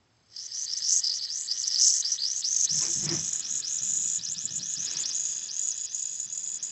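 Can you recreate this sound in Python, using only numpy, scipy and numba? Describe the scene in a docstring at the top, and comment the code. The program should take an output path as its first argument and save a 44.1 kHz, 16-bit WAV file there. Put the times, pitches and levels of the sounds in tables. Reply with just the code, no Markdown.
"""A leaking hose coupling on a valve, against a wooden board in a quiet room; hand-held microphone.
First room tone, from afar. At 0.3 s water under pressure squeezes through the threads in tiny bursts:
the narrow gap's shrill ring keeps climbing, mostly after a drop as the seal slips; fine spray hisses.
From 2.1 to 3.3 s the microphone moves in close, and fingers bump and rub on its case.
From 4.75 to 6 s it rises above the coupling, where it stays while the leak spits on."""
import sys
import numpy as np
from scipy import signal
from scipy.fft import rfft, irfft, next_fast_len
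from scipy.io import wavfile
from scipy.ndimage import uniform_filter1d
from numba import njit

SR = 44100
rng = np.random.default_rng(int(sys.argv[2]) if len(sys.argv) > 2 else 0)


def persist_wave(psi):
    """Save psi, clipped to +-1, as 16-bit WAV."""
    counts = np.round(np.clip(psi, -1, 1) * 32767).astype(np.int16)
    wavfile.write(sys.argv[1], SR, np.atleast_2d(counts).T)


N = 295911
TIME = np.arange(N) / SR


def from_db(db):
    """Decibels to gain."""
    return 10 ** (np.asarray(db) / 20)


def rms_one(x):
    """Scale to unit power."""
    return x / np.sqrt(np.mean(x ** 2) + 1e-20)


def in_time(rows):
    """Join (time [s], value) rows by straight lines."""
    s, value = np.transpose(rows)
    return np.interp(TIME, np.sort(s), value)


def cut(x, hz, kind, order=2):
    """Butterworth filter."""
    return signal.sosfilt(signal.butter(order, hz, kind, fs=SR, output="sos"), x)


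def coloured(x, spectrum):
    """Give a signal a (frequency [Hz], level [dB]) spectrum that falls away beyond its ends."""
    hz, db = np.transpose(spectrum)
    size = next_fast_len(N, True)
    f = np.maximum(np.fft.rfftfreq(size, 1 / SR), 1)
    gain = from_db(np.interp(np.log(f), np.log(hz), db))
    ends = np.minimum(1, np.minimum(f / hz[0], hz[-1] / f)) ** 2
    return irfft(rfft(x, size) * gain * ends, size)[:N]


def drift(rate_hz):
    """Smooth random wander with spread 1, mostly slower than rate_hz."""
    return rms_one(cut(rng.standard_normal(N + SR), rate_hz, "low")[SR:])


def evened(x, window_s):
    """Hold the power steady over the window, leaving the faster grain."""
    size = int(window_s * SR / 2)
    power = uniform_filter1d(uniform_filter1d(x ** 2, size), size)
    return x / np.sqrt(np.maximum(power, 1e-12))


def swell(age, half_s):
    """A bell-shaped rise and fall around age 0."""
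    return np.exp(-np.minimum((age / half_s) ** 2, 30))


def bursts(rows, attack_s):
    """Envelope of (time [s], strength [dB], decay [s]) events that rise and die away; powers add."""
    power = np.zeros(N)
    for s, db, decay_s in rows:
        start = int(s * SR)
        age = TIME[:N - start][:SR]
        burst = from_db(db) * (1 - np.exp(-age / attack_s)) * np.exp(-age / decay_s)
        power[start:start + len(age)] += burst ** 2
    return np.sqrt(power)


@njit
def moving_resonance(x, hz, width_hz):
    """A two-pole band-pass with gain 1 on top, whose centre and width move."""
    y = np.zeros(len(x))
    for i in range(2, len(x)):
        r = np.exp(-np.pi * width_hz[i] / SR)
        feedback = 2 * r * np.cos(2 * np.pi * hz[i] / SR) * y[i - 1] - r * r * y[i - 2]
        y[i] = (1 - r * r) / 2 * (x[i] - x[i - 2]) + feedback
    return y


# the room at rest: (frequency [Hz], relative level [dB])
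ROOM_SPECTRUM = [(18, -67), (30, -29), (85, -6.5), (118, 1.5), (144, -9), (265, -11), (498, -16),
                 (535, -14), (601, -16.5), (874, -16), (1080, -18), (4610, -25), (5180, -32), (8090, -27),
                 (10500, -75), (17800, -120)]
def room_tone(level_db=-68):
    """The faint, steady, low noise of a quiet room."""
    return from_db(level_db) * rms_one(coloured(rng.standard_normal(N), ROOM_SPECTRUM))


# where the microphone is held: (time [s], place [0 afar, 1 close up, 2 above])
MIC_PATH = [(0,0),(2.1,0),(3.3,1),(4.75,1),(5.1,1.7),(6.0,2),(6.7,2)]
def nearness(place):
    """How fully the microphone is at this place, 0-1."""
    return np.maximum(0, 1 - abs(in_time(MIC_PATH) - place))


# first echoes off board, valve and hose: (microphone place, delay [s], signed relative gain)
EARLY_ECHOES = [(0,.000645,.17),(0,.00101,.1),(0,.00137,-.09),(0,.001705,.13),(1,.000565,.14),(1,.000855,-.15),(1,.001185,.19),(1,.001715,.16),(2,.000605,.22),(2,.00095,-.15),(2,.001365,-.25),(2,.00173,.16)]
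def surroundings(x, echo_strength=0.66, t60_s=0.032, tail_db=-10.5):
    """Quick echoes comb the sound as the microphone moves; the small room adds a short tail."""
    out = x.copy()
    for place, delay_s, gain in EARLY_ECHOES:
        delayed = np.interp(TIME - delay_s, TIME, x)
        out += echo_strength * gain * nearness(place) * delayed
    age = TIME[:SR // 3]
    tail = rng.standard_normal(len(age)) * from_db(-60 * age / t60_s) * (age > .002)
    return out + from_db(tail_db) * signal.fftconvolve(x, tail / np.linalg.norm(tail))[:N]


# the case is jolted on the way in: (time [s], strength [dB], decay [s])
CASE_JOLTS = [(2.705,-53,.07),(2.955,-50,.12)]
def jolts(band_hz=(48, 125)):
    """The moving case shakes the microphone itself: very deep thumps."""
    rumble = rms_one(cut(rng.standard_normal(N), band_hz, "band"))
    return bursts(CASE_JOLTS, attack_s=0.0046) * rumble


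# tones of the case, right at the microphone: (time [s], half length [s], pitch [Hz], level [dB])
CASE_TONES = [(2.735,0.019,149.2,-42.5),(2.783,0.019,150,-40),(2.826,.013,1030,-47.5),(2.898,0.034,333,-44.5),(3.047,0.023,339,-43),(3.08,0.018,156.2,-30.5),(3.128,0.024,333.3,-30.5)]
def case_tones(waver=.03):
    """The handled case rings and groans in brief low tones, with one finger squeak near 1 kHz."""
    clock = np.cumsum(1 + waver * drift(64)) / SR
    return sum(from_db(db) * swell(TIME - s, half_s) * np.sin(2 * np.pi * hz * clock)
               for s, half_s, hz, db in CASE_TONES)


# the microphone's case when knocked and when rubbed: (frequency [Hz], relative level [dB])
THUD_SPECTRUM = [(30,-27),(60,-32),(90,-3),(120,-1),(157,5.5),(200,1.5),(245,-9.5),(280,-9),(330,-10.5),(400,-23),(500,-20),(700,-23)]
RUB_SPECTRUM = [(150,4.5),(270,7),(350,5.5),(420,4),(600,0.5),(1000,1.5),(1400,0),(2000,4.5),(3000,-1.5),(5000,-26)]
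# firmness of the grip, as the rustle of the hand: (time [s], level [dB])
GRIP_RUSTLE = [(0,-95),(2.2,-73.5),(2.8,-60),(3.3,-59),(4.6,-68.5),(5.3,-62.5),(5.9,-73.5),(6.7,-62)]
# fingers knock on the case: (time [s], strength [dB], decay [s])
FINGER_BUMPS = [(.812,-55,0.013),(1.83,-61,0.021),(2.705,-41,0.02),(2.745,-47,.04),(2.86,-50,0.059),(2.955,-41,0.069),(3.025,-37.5,0.057),(3.06,-41,0.052),
                (3.11,-32.5,0.061),(3.5,-54.5,0.073),(3.81,-49,0.048),(3.875,-53,0.21),(4.05,-51,0.028),(4.18,-49,.03),(4.28,-50.5,0.046),(4.36,-47.5,0.032),
                (4.435,-47.5,0.037),(4.5,-48.5,0.084),(4.575,-46.5,0.057),(4.77,-47,0.049),(4.94,-52.5,0.052),(6.255,-58,0.034)]
# fingers slide over it: (middle time [s], half length [s], level [dB])
FINGER_RUBS = [(2.846,0.046,-45),(3.118,0.068,-43),(4.96,0.14,-53)]
def handling(bump_db=1.0, grip_thud_db=-4, lumpy_db=1.0):
    """Fingers shift on the case: dull lumpy bumps and a dry rub, over the rustle of the grip."""
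    thud_noise = rng.standard_normal(N) * from_db(lumpy_db * drift(52))
    rub_noise = rng.standard_normal(N) * from_db(lumpy_db * drift(97))
    thud = evened(coloured(thud_noise, THUD_SPECTRUM), window_s=0.04)
    rub = rms_one(coloured(rub_noise, RUB_SPECTRUM))
    grip = from_db(in_time(GRIP_RUSTLE))
    knocks = from_db(bump_db) * bursts(FINGER_BUMPS, attack_s=0.0065)
    slides = sum(from_db(db) * swell(TIME - s, half_s) for s, half_s, db in FINGER_RUBS)
    return np.hypot(knocks, from_db(grip_thud_db) * grip) * thud + np.hypot(slides, grip) * rub


def sputter(grain_db=7.0, clump_db=5.5, grain_hz=430, clump_hz=100, ceiling=2.46):
    """Air and water take turns in the gap: millisecond bursts of limited size, gathered in clumps."""
    grains = ceiling * np.tanh(drift(grain_hz) / ceiling)
    clumps = np.tanh(drift(clump_hz))
    return from_db(grain_db * grains + clump_db * clumps) * rng.standard_normal(N)


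# the mist from afar, close up and from above: (frequency [Hz], relative level [dB])
MIST_FAR = [(400,-24),(1000,-22.5),(1280,-18.5),(1500,-19),(1820,-8.5),(2250,-15),(2450,-14.5),(2680,-20.5),(3000,-7.5),(3700,-6),(4200,-2),(5200,5),(5800,-30),(6350,7.5),(7000,-40),(7650,2.5),(8300,-54)]
MIST_CLOSE = [(400,-26),(850,-47),(1260,-9),(1450,-16.5),(1750,-5.5),(2150,-35),(2450,-4.5),(2750,-7),(3400,-.5),(4050,-0.5),(4350,-10),(5200,1),(7650,-3),(8300,-16)]
MIST_ABOVE = [(400,-14.5),(1400,-13.5),(1750,-4.5),(2200,-18),(2500,-1),(2900,-2),(3500,5),(3750,-1),(4020,8),(4300,-7.5),(4900,10.5),(5400,9),(5900,-17),(7700,-50),(8300,-9)]
# the mist at the microphone: (time [s], relative level [dB])
MIST_LEVEL = [(0,-93),(.28,-80),(.36,-62.5),(.78,-53.5),(1.4,-57),(1.7,-51),(2.4,-54),(2.85,-50.5),(4.7,-51.5),(4.97,-45.5),(5.15,-50.5),(6.4,-58.5),(6.71,-58)]
def spray(gain_db=-2.5):
    """A mist of fine drops hisses, coloured by the hollow between board, valve and hose."""
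    drops = rms_one(sputter(grain_db=5.0, clump_db=1.5))
    mist = np.zeros(N)
    for place, colour in enumerate([MIST_FAR, MIST_CLOSE, MIST_ABOVE]):
        hiss = coloured(drops, colour)
        hiss /= np.std(cut(hiss, [2400, 3700], "band", order=6))   # equal in this band at every place
        mist += nearness(place) * hiss
    return from_db(in_time(MIST_LEVEL) + gain_db) * mist


# upward glides of the ring, most starting with a drop in pitch and loudness: (time [s],
# start pitch [Hz], target pitch [Hz], time constant [s], dip of the jet [dB, negative for a rise])
PITCH_CLIMBS = [(0.27,5200,5350,.024,1),(0.368,4700,6400,0.07,0.5),(0.48,4800,8100,0.26,13.5),(0.66,4240,5620,0.044,9),(0.748,4300,6500,0.024,10),(0.8,4780,7630,.2,9),
                (1.015,4970,5090,0.024,11.5),(1.105,4210,6100,0.038,0.5),(1.188,4000,5040,0.023,8.5),(1.268,3760,9300,0.16,6.5),(1.472,4360,7780,0.17,2.5),(1.635,4480,6730,0.047,1),
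                (1.692,4800,5700,0.048,4.5),(1.76,4560,6360,0.041,0.5),(2.022,3710,6120,0.048,6),(2.175,2880,4730,0.014,6),(2.245,4780,7000,.095,-4.5),(2.42,2870,6330,0.029,11),
                (2.668,3130,6340,0.027,12),(3.075,4670,6550,0.052,7.5),(3.16,5870,7340,0.2,.5),(3.42,4030,6860,0.041,13),(3.62,3570,7070,0.049,14.5),(3.785,5600,6950,0.022,2),(4.19,3500,8900,0.083,11.5),
                (4.26,4320,8150,0.049,2),(4.345,3300,7450,0.043,6.5),(4.475,3350,7100,0.028,14),(4.595,3150,6790,0.032,7),(4.762,4340,6790,0.029,2),(4.868,4370,8370,0.068,3),
                (4.945,3900,8060,0.048,6.5),(5.035,2880,6530,0.018,3.5),(5.105,4280,6720,0.019,1.5),(5.487,3930,6830,0.026,1.5),(5.715,5450,6970,0.022,2.5),(5.865,4300,6870,0.032,6),
                (6.27,5600,6930,0.024,9.5),(6.585,4100,7020,0.021,9)]
def gap_pitch():
    """The open gap rings low; as the seal creeps shut the ring climbs."""
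    hz = np.full(N, float(PITCH_CLIMBS[0][2]))
    for s, low_hz, high_hz, climb_s, _ in PITCH_CLIMBS:
        after = TIME >= s
        hz[after] = high_hz + (low_hz - high_hz) * np.exp((s - TIME[after]) / climb_s)
    return uniform_filter1d(hz, size=400)


def sag(lead_s=0.0048, fall_s=0.0049, recover_s=0.036):
    """Decibels that the jet loses: pressure sags just before most climbs, then rebuilds."""
    lost_db = np.zeros(N)
    for s, *_, dip_db in PITCH_CLIMBS:
        age = TIME - s + lead_s
        lost_db += dip_db * swell(age, np.where(age < 0, fall_s, recover_s))
    return lost_db


def gap_ring(flow, hz, sharpness=12.0, skirt=2.1):
    """Turbulence rings the gap; a second, wider pass steepens the flanks."""
    width_hz = hz / sharpness
    return moving_resonance(moving_resonance(flow, hz, width_hz), hz, width_hz * skirt)


# the sharpest spits from the coupling: (time [s], strength [dB], decay [s])
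AIR_SPITS = [(0.363,-23,0.0023),(0.734,-14.5,0.0026),(0.765,-26,0.017),(1.097,-12,0.0027),(1.511,-21,0.012),(1.677,-9,0.0027),(2.045,-25,0.038),(2.117,-18.5,.015),
             (2.249,-30,0.0034),(2.441,-21,0.02),(2.563,-12.5,0.0045),(2.641,-9,0.0018),(3.09,-15,0.0032),(3.328,-20,.008),(3.669,-26,.008),(3.935,-13,0.0028),(3.969,-20,0.0067),
             (4.133,-12,0.0013),(4.453,-14.5,0.0029),(4.556,-17.5,0.0035),(4.849,-15,0.0023),(4.968,-13.5,.0021),(5.056,-16,0.0041),(5.565,-23,0.0023),(5.593,-10,0.0019),
             (5.945,-22.5,0.01),(5.992,-25.5,0.0067),(6.197,-25.5,0.0098),(6.324,-23,.006),(6.375,-19.5,0.0043),(6.626,-27.5,0.015)]
def spits(hz):
    """A larger pocket of air bursts through: a sharp puff at the gap's pitch."""
    ring = evened(gap_ring(rng.standard_normal(N), hz), window_s=.003)
    return bursts(AIR_SPITS, attack_s=0.0015) * ring


def choke(depth_db=3, lead_s=0.0063, half_s=.007):
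    """Decibels that the jet loses while a pocket of air plugs the gap, just before each spit."""
    return depth_db * sum(swell(TIME - s + lead_s, half_s) for s, *_ in AIR_SPITS)


# the foam's broad resonances: (multiple of the gap's pitch, relative level [dB])
FOAM_RESONANCES = [(0.896,1.5),(.99,-6.5),(1.09,-1),(1.202,-5.5)]
def foam(hz):
    """Bubbles burst independently in each of the foam's resonances, which glide with the gap."""
    return rms_one(sum(from_db(db) * gap_ring(sputter(), hz * multiple, sharpness=10.5)
                       for multiple, db in FOAM_RESONANCES))


def strand(hz, wobble=0.018, wobble_hz=70, tight_sharpness=15, tight_hz=6500):
    """One thread of the leak, with its own bursts and wavering pitch."""
    waver = 1 + wobble * drift(wobble_hz)
    sharpness = tight_sharpness * (hz / tight_hz) ** .4   # a wider gap rings less sharply
    return rms_one(gap_ring(sputter(), hz * waver, sharpness))


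# pressure behind the gap, heard as the jet's loudness: (time [s], relative level [dB])
JET_PRESSURE = [(0.25, -82), (0.39, -38), (0.82, -27.5), (0.9, -23), (1.07, -27), (1.39, -33.5),
                (1.69, -30.5), (1.85, -20), (2.07, -31.5), (2.64, -26), (3.3, -31.5), (4.02, -28.5),
                (4.39, -33.5), (5.29, -30.5), (5.43, -37), (5.66, -28), (5.73, -34.5), (6.71, -37.4)]
# foam in the jet at the reference pitch and pressure: (time [s], level against the ring [dB])
FOAM_SHARE = [(.3,-7.5),(1.9,-5.5),(2.6,-13.5),(2.95,-2.5),(3.9,-16),(5.6,-16.5),(6.7,-15)]
def jet(hz, gain_db=-0.5, pulse_db=3.0, pulse_hz=250, surge_db=2.28, surge_hz=25,
        reference_hz=6520, reference_db=-36):
    """Three strands ring the gap and foam behind it; the flow follows the pressure and surges at random."""
    pressure_db = in_time(JET_PRESSURE) - sag()
    ring = rms_one(strand(hz) + strand(hz) + strand(hz))
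    tightness_db = 19 * np.log2(hz / reference_hz)   # the tighter the gap, the more it foams
    push_db = .8 * (pressure_db - reference_db)   # and the harder it is pressed
    froth = from_db(in_time(FOAM_SHARE) + tightness_db + push_db) * foam(hz)
    pulsing = (ring + froth) * from_db(pulse_db * drift(pulse_hz))
    level_db = pressure_db - choke() + gain_db + surge_db * drift(surge_hz)
    return from_db(level_db) * evened(pulsing, window_s=.03)


def scene():
    """Leak and mist in their corner, the hand on the microphone and the quiet room, in mono."""
    hz = gap_pitch()
    leak = jet(hz) + spits(hz) + spray()
    room = room_tone()
    return (surroundings(leak) + handling() + case_tones() + jolts() + room)[None]


def record(dry, band_edge_hz=7874, first_image_db=-37, second_image_db=-47, cutoff_hz=15800):
    """A narrow-band recorder: the top is cut, and faint images of the hiss fold up 4 and 8 kHz higher."""
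    fade_out = np.minimum(1, (TIME[-1] - TIME) / .003)
    narrow = cut(dry, band_edge_hz, "low", order=24) * fade_out
    phase = 2 * np.pi * 4000 * TIME
    carriers = from_db(first_image_db) * np.cos(phase) + from_db(second_image_db) * np.cos(2 * phase)
    images = cut(2 * narrow * carriers, 9250, "high", order=6)
    return cut(narrow + images, cutoff_hz, "low", order=24)


dry = scene()
out = record(dry)
persist_wave(out)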